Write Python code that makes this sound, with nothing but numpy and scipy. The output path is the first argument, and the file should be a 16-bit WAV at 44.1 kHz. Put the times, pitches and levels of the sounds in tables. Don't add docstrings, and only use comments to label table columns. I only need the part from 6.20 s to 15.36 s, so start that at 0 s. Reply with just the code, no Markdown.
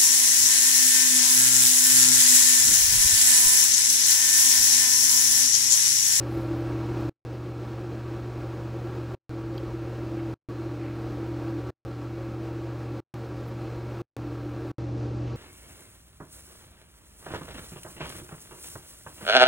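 import sys
import numpy as np
from scipy import signal
from scipy.fft import rfft, irfft, next_fast_len
from scipy.io import wavfile

SR = 44100
rng = np.random.default_rng(int(sys.argv[2]) if len(sys.argv) > 2 else 0)


def wav_record(signal):
    frames = np.transpose(np.atleast_2d(signal))
    bounded = np.clip(frames, -1, 1)
    quanta = np.round(bounded * 32767).astype(np.int16)
    wavfile.write(sys.argv[1], SR, quanta)


N = 403956
MAINS_HZ, SHAFT_HZ = 60, 36.85
HUM_DB = -35.5
TICK_S = 3.379
TOP_HZ = 15750

# (start [s], end [s], fan gain [dB], lower drone [dB], upper drone [dB])
SHOT_TABLE = [(0.0, 0.8955, 3.5, -44, -37.5), (1.0503, 2.95, -0.2, -48, -43.5),
              (3.0936, 4.141, 0, -47, -38), (4.2871, 5.5048, 0.17, -42, -38.5),
              (5.65, 6.803, -0.5, -45, -40), (6.939, 7.819, -0.5, -51, -54.5),
              (7.966, 8.5163, -0.46, -41, -43.5), (8.583, 9.16, -0.5, -43.5, -45.5)]
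# (frequency [Hz], density [dB per Hz])
NOISE_SPECTRUM = [(20, -93), (45, -77.5), (130, -69), (265, -72), (400, -71), (650, -76.5), (1050, -80.5),
                  (1500, -82), (2000, -88.5), (3400, -94), (5000, -96.5), (9500, -108.3), (12500, -116.5),
                  (13300, -107.5)]
# (centre [Hz], width at half the lift [Hz], lift [dB])
ROOM_RESONANCES = [(56.8, 9, 14), (170, 13, 2), (219.4, 25, 6.5), (298.1, 16, 8), (345.2, 65, 12.5),
                   (462.3, 32, 8.5), (537.4, 24.4, 10.5), (594, 37, 6), (780, 87, 5.5), (950, 19, 8),
                   (1138, 38, 8), (1301, 150, 3.5), (1638, 47, 4.5), (2560, 468, 2), (4148, 386, 0.5)]
BLADE_ORDERS = [8, 9]
# (multiple of the shaft speed [1], level [dB])
UNBALANCE_LINES = [(1, -60.5), (2, -47.5)]
# (mean frequency [Hz], median level [dB])
MOTOR_WHINES = [(766.6, -67), (941.5, -71), (1356.6, -62.5), (2182.5, -79.5), (2241, -70), (2477, -74.5),
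                (2654, -73.5), (4131, -73)]
# (middle [s], length at half height [s], centre [Hz], level before grain [dB])
FINGER_BRUSHES = [(.16, 0.17, 11500, -64.5), (.385, 0.06, 14800, -67), (.805, 0.027, 14200, -66),
                  (3.988, .035, 1950, -54), (4.66, .13, 2150, -56), (7.283, .025, 14500, -62.5),
                  (9.087, .06, 2410, -57)]
# (frequency [Hz], starting level [dB], 60 dB decay time [s])
NAIL_MODES = [(3240, -37.5, 0.031), (3500, -41, .008), (4090, -36, .01), (4630, -34, 0.0086),
              (5050, -41, .008), (13900, -44, .008)]
# (time [s], peak level [dB])
SPLICE_CLICKS = [(6.9413, -28.5), (7.967, -26.5)]
# (frequency [Hz], gain [dB])
LAST_SHOT_COLOUR = [(130, 4.5), (330, 1.3), (700, 0.5), (1400, -3), (6000, 2), (12500, -8.5)]
# (frequency [Hz], gain [dB])
SIDE_NOISE = [(200, -50), (360, -17), (700, -7), (1350, -6), (1750, -17), (2300, -44)]


def undb(db):
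    return 10 ** (np.asarray(db) / 20)


def walk(rate):
    size = next_fast_len(N, real=True)
    hz = np.arange(size // 2 + 1) * SR / size
    spectrum = rfft(rng.standard_normal(size))
    slow = irfft(spectrum * np.exp(-.5 * (hz / rate) ** 2), size)[:N]
    return slow / slow.std()


def shape(x, response):
    size = next_fast_len(N, real=True)
    hz = np.maximum(np.arange(size // 2 + 1) * SR / size, 1)
    return irfft(rfft(x, size) * response(hz), size)[:N]


def bump(x, centre, width):
    return .5 ** ((2 * (x - centre) / width) ** 2)


def colour(points):
    at_hz, db = np.transpose(points)
    return lambda hz: undb(np.interp(np.log(hz), np.log(at_hz), db))


def tone(hz):
    cycles = np.cumsum(hz) / SR + rng.random()
    return np.sqrt(2) * np.sin(2 * np.pi * cycles)


def per_shot():
    start, end, *columns = np.transpose(SHOT_TABLE)
    cuts = (end[:-1] + start[1:]) / 2
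    shot = np.searchsorted(cuts, np.arange(N) / SR)
    return np.array(columns)[:, shot]


def motor(hum_db, waver_db=-0.06, whine_drift=.0004):
    hum = undb(hum_db + waver_db * walk(3)) * tone(np.full(N, 2. * MAINS_HZ))
    speed = 1 + whine_drift * walk(1.27)
    whines = 0
    for hz, db in MOTOR_WHINES:
        whines = whines + undb(db + 2 * walk(2.8)) * tone(hz * speed)
    return hum + whines


def rotor(drone_dbs, shaft_hz, flutter=0.23, flutter_hz=5):
    out = sum(undb(db) * tone(round(order) * shaft_hz) for order, db in UNBALANCE_LINES)
    for order, db in zip(BLADE_ORDERS, drone_dbs):
        eddies = flutter * (walk(flutter_hz) + 1j * walk(flutter_hz))
        cycles = order * np.cumsum(shaft_hz) / SR + rng.random()
        blades = np.real((1 + eddies) * np.exp(2j * np.pi * cycles))
        out = out + undb(db) * blades / blades.std()
    return out


def noise_colour(hz):
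    lifts_db = sum(lift * bump(hz, centre, width) for centre, width, lift in ROOM_RESONANCES)
    return colour(NOISE_SPECTRUM)(hz) * undb(lifts_db)


def airflow(shaft_hz, swell_db=0.56, throb=0.17, throb_below_hz=800):
    white = rng.standard_normal(N) * np.sqrt(SR / 2)
    rush = shape(white, noise_colour)
    eddies = shape(rush, lambda hz: 1 / (1 + hz / throb_below_hz))
    throbbing = throb * tone(shaft_hz) * eddies
    return (rush + throbbing) * undb(swell_db * walk(7))


def fingers(grain_db=3.0, octaves=0.92):
    t = np.arange(N) / SR
    out = 0
    for middle, length, centre_hz, db in FINGER_BRUSHES:
        band = lambda hz: bump(np.log2(hz / centre_hz), 0, octaves)
        swish = shape(rng.standard_normal(N), band)
        out = out + undb(db) * bump(t, middle, length) * swish / swish.std()
    return out * undb(grain_db * walk(150))


def tick(contact_s=0.00034):
    age = np.maximum(np.arange(N) / SR - TICK_S, 0)
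    ring = 0
    for hz, db, t60 in NAIL_MODES:
        mode = np.sin(2 * np.pi * (hz * age + rng.random()))
        ring = ring + undb(db - 60 * age / t60) * mode
    return ring * (1 - np.exp(-(age / contact_s) ** 2))


def splices(relax_s=0.00035):
    t = np.arange(N) / SR
    return sum(undb(db) * (t >= s) * np.exp(-np.abs(t - s) / relax_s) for s, db in SPLICE_CLICKS)


def last_shot(fan, shaft_hz):
    diffuse = shape(airflow(shaft_hz), colour(SIDE_NOISE))
    mid = shape(fan, colour(LAST_SHOT_COLOUR))
    side = shape(diffuse, colour(LAST_SHOT_COLOUR))
    return np.array([mid + side, mid - side])


def scene(speed_drift=0.0006):
    fan_db, *drone_dbs = per_shot()
    shaft_hz = SHAFT_HZ * (1 + speed_drift * walk(0.84))
    fan = undb(fan_db) * (motor(HUM_DB) + rotor(drone_dbs, shaft_hz) + airflow(shaft_hz))
    in_last_shot = np.arange(N) / SR >= SHOT_TABLE[-1][0]
    return np.where(in_last_shot, last_shot(fan, shaft_hz), fan) + fingers() + tick()


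def shot_gain(start, end, first_db=-1.58, settled_db=0.66, settle_s=0.95, close_s=0.0018,
              tail_db=-29, tail_s=0.038):
    t = np.arange(N) / SR
    creep_db = settled_db + (first_db - settled_db) * np.exp(-np.maximum(t - start, 0) / settle_s)
    closing = np.clip((end - t) / close_s + .5, 0, 1)
    trace = undb(tail_db) * np.clip(1 - (t - end) / tail_s, 0, 1)
    return (t >= start) * undb(creep_db) * np.maximum(closing, trace)


def record(dry, mute_db=-66):
    gain = undb(mute_db) + sum(shot_gain(start, end) for start, end, *_ in SHOT_TABLE)
    edited = dry * gain + splices()
    low_pass = signal.ellip(10, .1, 80, TOP_HZ, fs=SR, output="sos")
    return signal.sosfilt(low_pass, edited)


dry = scene()
out = record(dry)
wav_record(out)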